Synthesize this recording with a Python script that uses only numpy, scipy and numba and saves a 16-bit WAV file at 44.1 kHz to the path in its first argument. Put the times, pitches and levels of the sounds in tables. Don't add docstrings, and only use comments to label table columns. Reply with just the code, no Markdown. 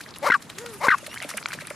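import sys
import numpy as np
from scipy import signal
from scipy.io import wavfile
from scipy.ndimage import uniform_filter1d
from numba import njit

SR = 44100
rng = np.random.default_rng(int(sys.argv[2]) if len(sys.argv) > 2 else 0)


def transcribe(signal):
    frames = np.atleast_2d(signal).T
    limited = np.clip(frames, -1, 1)
    pcm = np.round(limited * 32767).astype(np.int16)
    wavfile.write(sys.argv[1], SR, pcm)


def voltage_ratio(level):
    return 10 ** (np.asarray(level, float) / 20)


N = 77175
SWAN_PAN_DB = 4

# start_s, peak_db, pitch_hz
SPRAY_TICKS = [
    (.09, -27, 4970),
    (.1075, -27, 4900),
    (.1855, -24, 10600),
    (.857, -26, 6800),
    (1.072, -26, 10500),
    (1.152, -26, 10100),
    (1.316, -28, 8800),
    (1.375, -16, 9400),
    (1.438, -33, 4600),
    (1.671, -21, 9200),
]


def unit(x):
    return x / np.sqrt(np.mean(x ** 2) + 1e-20)


@njit
def svf(x, hz, width):
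    y, b, l = np.empty(len(x)), 0., 0.
    for i in range(len(x)):
        g, k = np.tan(np.pi * hz[i] / SR), width / hz[i]
        v = (b + g * (x[i] - l)) / (1 + g * (g + k))
        b, l, y[i] = 2 * v - b, l + 2 * g * v, k * v
    return y


def band(x, hz, width):
    return svf(x, np.clip(hz + np.zeros(len(x)), 20, .45 * SR), float(width))


def band_twice(x, hz, width):
    return band(band(x, hz, width), hz, width)


def highpass(x, hz, order):
    return signal.sosfilt(signal.butter(order, hz, "high", fs=SR, output="sos"), x)


def walk(rate, size):
    k = max(int(SR / rate), 2)
    return unit(uniform_filter1d(uniform_filter1d(rng.standard_normal(size), k), k))


def add(out, x, s, pan_db):
    i = max(int(s * SR), 0)
    x = x[:N - i]
    out[:, i:i + len(x)] += x * voltage_ratio(np.array([[pan_db], [-pan_db]]) / 2)


def ring(hz, t60, glide):
    t = np.arange(int(t60 * SR) + 9) / SR
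    return np.sin(2 * np.pi * hz * t * (1 + glide * t / t60)) * voltage_ratio(-60 * t / t60)


def voice(rows, width_hz, nose_db, rasp_db, air_db, beak_db):
    # centre_hz, width_hz, level_db
    nose = [(570, 200, -8), (2150, 400, -9), (4100, 900, -26)]
    # centre_hz, width_hz, level_db
    beak = [(2900, 700, 0), (3800, 800, -2), (4900, 800, -9)]
    s, hz, db, throat = np.array(rows, float).T
    t = np.arange(s[0], s[-1] + 0.0005, 1 / SR)
    n = len(t)
    pitch = np.interp(t, s, hz)
    phase = 2 * np.pi * np.cumsum(pitch * (1 + .009 * walk(160, n))) / SR
    pulses = unit(sum(np.cos(k * phase) for k in range(1, 19)))
    rasp = voltage_ratio(rasp_db + 15) * rng.standard_normal(n) * (1 + np.cos(phase))
    source = pulses + rasp

    centre = np.interp(t, s, throat)
    y = unit(band(band_twice(source, centre, width_hz), centre, 2 * width_hz))
    y = y + voltage_ratio(nose_db) * sum(voltage_ratio(g) * unit(band_twice(source, f, w)) for f, w, g in nose)
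    y = y / np.sqrt(uniform_filter1d(y ** 2, size=300) + 0.0074)

    beak_level = voltage_ratio(beak_db + 2 * walk(89, n)) * pitch / 500
    beak_tone = 0
    for f, w, g in beak:
        wandering_hz = f * (1 + 0.069 * walk(47, n))
        beak_tone = beak_tone + voltage_ratio(g) * unit(band(band(source, wandering_hz, w), f, 2 * w))
    y = y + beak_level * beak_tone

    y = y + voltage_ratio(-23) * unit(band_twice(y ** 2, 2 * centre, 1100))
    y = y + voltage_ratio(air_db) * unit(band(rng.standard_normal(n), 5300, 10000))
    release = np.clip((t[-1] - t) / 0.0054, 0, 1)
    return y * voltage_ratio(np.interp(t, s, db)) * release


def whines(out):
    # start_s, pitch_hz, level_db, throat_hz
    whine_paths = [
        [(.217, 273.5, -53, 574), (.229, 279.4, -29.5, 626), (.243, 307.6, -24, 665),
         (.257, 448.7, -25.5, 1040), (.271, 626, -16, 1240), (.283, 548.5, -23.5, 1260), (.29, 473, -21, 1120),
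         (.292, 460, -25.5, 1050), (.299, 427, -29, 1030)],
        [(.803, 291.3, -46, 730), (.814, 305.2, -29.5, 746), (.83, 399, -29.5, 960), (.841, 483, -21, 974),
         (.852, 590, -20, 1150), (.866, 513, -25, 1140), (.87, 476, -18, 1080), (.881, 394, -31, 1040)],
    ]
    for rows in whine_paths:
        y = voice(rows, width_hz=480, nose_db=0, rasp_db=-18, air_db=-17, beak_db=-16.5)
        add(out, y, rows[0][0], SWAN_PAN_DB)


def grunts(out):
    # start_s, pitch_hz, level_db, throat_hz
    grunt_paths = [
        [(.3, 510, -24, 1670), (.309, 515.2, -12, 1940), (.3155, 507, -42, 1990), (.32, 476, -11.5, 1420),
         (.328, 464, -17, 1680), (.335, 331.7, -25, 1490), (.341, 340, -14, 1620), (.354, 292.7, -16, 1124),
         (.369, 257, -37, 1050)],
        [(.883, 520, -15, 1550), (.894, 520, -16, 2080), (.9005, 490, -34, 1600), (.9035, 465, -16, 1400),
         (.913, 490, -16, 1960), (.922, 311.5, -14, 1397), (.936, 309, -19, 1370), (.946, 278, -14.5, 1080),
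         (.954, 288, -26.5, 1180)],
    ]
    for rows in grunt_paths:
        y = voice(rows, width_hz=430, nose_db=-18, rasp_db=-20, air_db=-33, beak_db=-23)
        add(out, highpass(y, 990, 6), rows[0][0], SWAN_PAN_DB)


def valve_clicks(out):
    # start_s, level_db
    clicks = [
        (.3008, -5.5),
        (0.8833, -3.5),
    ]
    # mode_hz, level_db
    airway_modes = [(320, -20.5), (480, -17.5), (1050, -10.5), (1550, -3)]
    for s, db in clicks:
        knock = sum(voltage_ratio(g) * ring(f, 0.025, 0) for f, g in airway_modes)
        add(out, -voltage_ratio(db) * uniform_filter1d(knock, size=6), s, SWAN_PAN_DB)


def coo(out):
    # start_s, pitch_hz, level_db
    coo_path = [
        (0.536, 328.5, -57),
        (.585, 388.4, -47),
        (0.619, 482.6, -38.5),
        (.7, 457.4, -44),
        (.76, 396, -44.5),
        (.78, 393.5, -77),
    ]
    overtones_db = [-14.5, -14.5, -15]
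    s, hz, db = np.array(coo_path).T
    t = np.arange(s[0], s[-1], 1 / SR)
    phase = 2 * np.pi * np.cumsum(np.interp(t, s, hz) * (1 + 0.0091 * walk(49, len(t)))) / SR
    y = np.sin(phase)
    for k, g in enumerate(overtones_db):
        y = y + voltage_ratio(g) * np.sin((k + 2) * phase)
    level_db = np.interp(t, s, db) + 1.1 * walk(47, len(t))
    add(out, np.sqrt(2) * y * voltage_ratio(level_db), s[0], 2.6)


def dabbles(out):
    # start_s, peak_db, hiss_hz, length_s
    bill_snaps = [(0.0094, -28, 4000, 0.01), (0.161, -34, 3800, 0.017), (0.4222, -30.5, 4030, 0.013),
                  (0.4987, -29, 3860, 0.017), (0.5842, -21.5, 6800, 0.011), (0.661, -27, 4100, 0.011),
                  (0.7378, -34, 11490, 0.03), (0.982, -30.5, 6580, 0.017), (1.065, -27.5, 4230, 0.016),
                  (1.1407, -25, 9900, 0.0047), (1.2237, -23, 9100, 0.0068), (1.291, -25.5, 9800, 0.022),
                  (1.302, -27, 5570, 0.03), (1.371, -23, 10100, 0.011), (1.484, -24, 9400, 0.0052),
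                  (1.533, -26.5, 4080, 0.037), (1.6087, -34, 4200, 0.045), (1.701, -31.5, 9800, 0.016)]
    t = np.arange(-.012, .06, 1 / SR)
    for s, db, hz, length in bill_snaps:
        swell = np.exp(t / (0.2 * length))
        tail = np.exp(-t / (0.2 * length)) + voltage_ratio(-18) * np.exp(-t / 0.066)
        env = np.where(t < 0, swell, tail) * voltage_ratio(db - 11.5)

        for pan_db in (12, -12):
            spray = unit(band(grit(len(t)), 8000, 7300))
            add(out, spray * env * voltage_ratio(-4.5), s - .01, pan_db)
        hiss = unit(band(grit(len(t)), hz, .16 * hz))
        body = voltage_ratio(4) * unit(band(grit(len(t)), 1700, 1650))
        add(out, (hiss + body) * env, s - .01, .5)


def grit(n):
    return rng.standard_normal(n) * voltage_ratio(5 * np.minimum(rng.exponential(size=n), 5))


def clacks(out):
    # start_s, peak_db
    bill_clacks = [
        (1.4275, -24),
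        (1.4585, -9),
        (1.5197, -20),
    ]
    # mode_hz, level_db
    bill_modes = [(1450, -8), (2300, -3.5), (3300, -11), (4200, -5.5)]
    sos = signal.butter(3, (965, 4600), "band", fs=SR, output="sos")
    for s, db in bill_clacks:
        y = np.zeros(900)
        for hz, g in bill_modes:
            mode = ring(hz, 0.02 * 900 / hz, 0)
            y[:len(mode)] -= mode * voltage_ratio(g)
        add(out, signal.sosfilt(sos, y) * voltage_ratio(db + 0.5), s, 1.5)


def smacks(out):
    # start_s, peak_db, centre_hz
    wet_smacks = [(.038, -26, 4170), (.085, -35.5, 1270), (.149, -29.5, 3900), (0.1602, -23, 2720),
                  (.17, -32, 5900), (1.0436, -31, 2030), (1.1156, -24, 2470), (1.14, -28, 2200),
                  (1.149, -39, 2000), (1.182, -25, 3970), (1.203, -23, 4400), (1.23, -16.5, 2200),
                  (1.236, -23, 1800), (1.244, -19.5, 2450), (1.2913, -30, 1400), (1.309, -35, 1500),
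                  (1.313, -19, 1160), (1.379, -12, 2250), (1.4142, -28, 1090), (1.463, -24, 7000),
                  (1.478, -31, 2330), (1.489, -24, 1110), (1.539, -22, 2570), (1.55, -27.5, 610),
                  (1.602, -26, 1800), (1.61, -24, 2230), (1.618, -22.5, 2300), (1.6723, -25.5, 3940),
                  (1.6734, -25, 1700), (1.683, -24, 2300), (1.711, -21, 1240), (1.744, -42, 2000)]
    t = np.arange(0, .015, 1 / SR)
    env = np.minimum(t / 0.00041, 1) * np.exp(-t / 0.0032)
    for s, db, hz in wet_smacks + SPRAY_TICKS[:2]:
        y = band_twice(rng.standard_normal(len(t)), hz, 0.41 * hz) * env
        y = y / np.abs(y).max()
        add(out, y * voltage_ratio(db - 7.5), s - .001, 1 + 3 * rng.standard_normal())


def drops(out):
    # start_s, peak_db, pitch_hz
    small_drops = [
        (0.007, -31, 1520),
        (0.063, -34, 1900),
        (0.14, -33, 4000),
        (0.643, -37, 520),
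                   (1.1306, -33, 1990), (1.1617, -31, 1570), (1.1692, -31, 1750), (1.1753, -24.5, 2100),
                  (1.2027, -27, 1900), (1.2201, -28, 2180), (1.339, -29, 2040), (1.3828, -27.5, 1550),
                  (1.5057, -30, 1550), (1.5104, -29, 2250), (1.5313, -26.5, 1660), (1.5886, -28.5, 1660),
                  (1.6518, -33, 2240), (1.705, -27, 2110)]
    # start_s, peak_db, pitch_hz
    glugs = [
        (1.03, -40, 560),
        (1.081, -36.5, 594),
        (1.216, -39, 636),
        (1.248, -32, 578),
        (1.623, -39.5, 573),
        (1.709, -30.5, 568),
        (1.25, -39, 276),
        (1.345, -32.5, 587),
        (1.345, -41.5, 206),
    ]
    for rows, cycles in ((small_drops, 18), (glugs, 20), (SPRAY_TICKS[2:], 16)):
        for s, db, hz in rows:
            y = ring(hz, cycles / hz, 0.067)
            cycle = np.arange(len(y)) / SR * hz
            onset = np.sin(np.pi / 2 * np.minimum(cycle / 1.44, 1)) ** 2
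            add(out, y * onset * voltage_ratio(db + 8.0), s - 1 / hz, 0.42 + 5 * rng.standard_normal())


def seethe(out):
    for when, pitch, loudness, place in rng.random((int(800 * N / SR), 4)):
        s = when * N / SR
        hz = 1100 * 8 ** (pitch ** 1.9)
        late_db = 5 * (when > .63)
        dabbling_db = 4 * np.sin(2 * np.pi * 12.3 * s + 1)
        busy_db = .5 * busy(s) + late_db + dabbling_db
        level_db = -52 + busy_db - 3.5 * np.log(1 - .93 * loudness)
        add(out, ring(hz, 14 / hz, .2) * voltage_ratio(level_db), s, 10 * (place - .45))


def busy(t):
    # start_s, level_db
    lapping = [
        (0.0, -51.5),
        (0.18, -56),
        (0.354, -56),
        (0.55, -55),
        (0.764, -51),
        (0.9, -54),
        (1.262, -50.5),
        (1.324, -54),
        (1.75, -54),
    ]
    return np.interp(t, *np.array(lapping).T) + 52.5


def bird(out):
    # start_s, length_s, start_hz, end_hz, level_db
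    chirps = [
        (.938, .038, 2850, 2500, -46),
        (.998, .03, 2950, 2600, -49),
        (1.088, .06, 2350, 2900, -45),
        (1.142, .044, 2850, 3300, -47),
        (1.207, .032, 4000, 2250, -38),
    ]
    bends = [1, 1, .22, 1, .55]
    for (s, length, a_hz, b_hz, db), bend in zip(chirps, bends):
        u = np.linspace(0, 1, int(length * SR))
        phase = 2 * np.pi * np.cumsum(a_hz + (b_hz - a_hz) * u ** bend) / SR
        octave = voltage_ratio(-4) * (1.05 < s < 1.13) * np.sin(2 * phase)
        env = np.sin(np.pi * u) ** .5 * voltage_ratio(db + 1.8 * walk(330, len(u)))
        add(out, (np.sin(phase) + octave) * env, s, .6)


def air():
    # centre_hz, level_db per Hz
    floor_curve = [(28, -17), (150, 10.5), (450, -0.5), (2000, -5.5), (3000, -9), (10000, -14), (13000, 13),
                   (15500, -47.5)]
    # centre_hz, side_minus_mid_db
    side_curve = [(75, 4), (130, -9), (2000, -7), (14000, 0)]

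    def at(curve, hz):
        curve_hz, db = np.array(curve).T
        return np.interp(np.log(hz), np.log(curve_hz), db)

    out, swell = 0, walk(16.0, N)
    lapping_db = busy(np.arange(N) / SR)
    for hz in 28 * 2 ** np.arange(0, 9.4, .5):
        mid, side = (unit(band_twice(rng.standard_normal(N), hz, hz / 2)) for _ in range(2))
        db = at(floor_curve, hz) + 10 * np.log10(hz)
        db = db + min(hz / 3100, 1) * lapping_db + 0.46 * swell
        db = db + 4 * min(hz / 900, 1) ** .5 * walk(59, N)
        side = voltage_ratio(at(side_curve, hz)) * side
        out = out + voltage_ratio(db) * (mid + side * np.array([[1], [-1]]))
    return unit(out) * voltage_ratio(-45)


def scene():
    out = np.zeros((2, N))
    for source in (whines, grunts, valve_clicks, coo, dabbles, clacks, smacks, drops, seethe, bird):
        source(out)
    return highpass(out, 130, 2) + air()


def low_pass(x):
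    return signal.sosfilt(signal.butter(12, 16400, fs=SR, output="sos"), x)


def record(dry):
    mix = signal.sosfilt(signal.butter(6, 13000, fs=SR, output="sos"), dry)
    return low_pass(mix)


dry = scene()
out = record(dry)
transcribe(out)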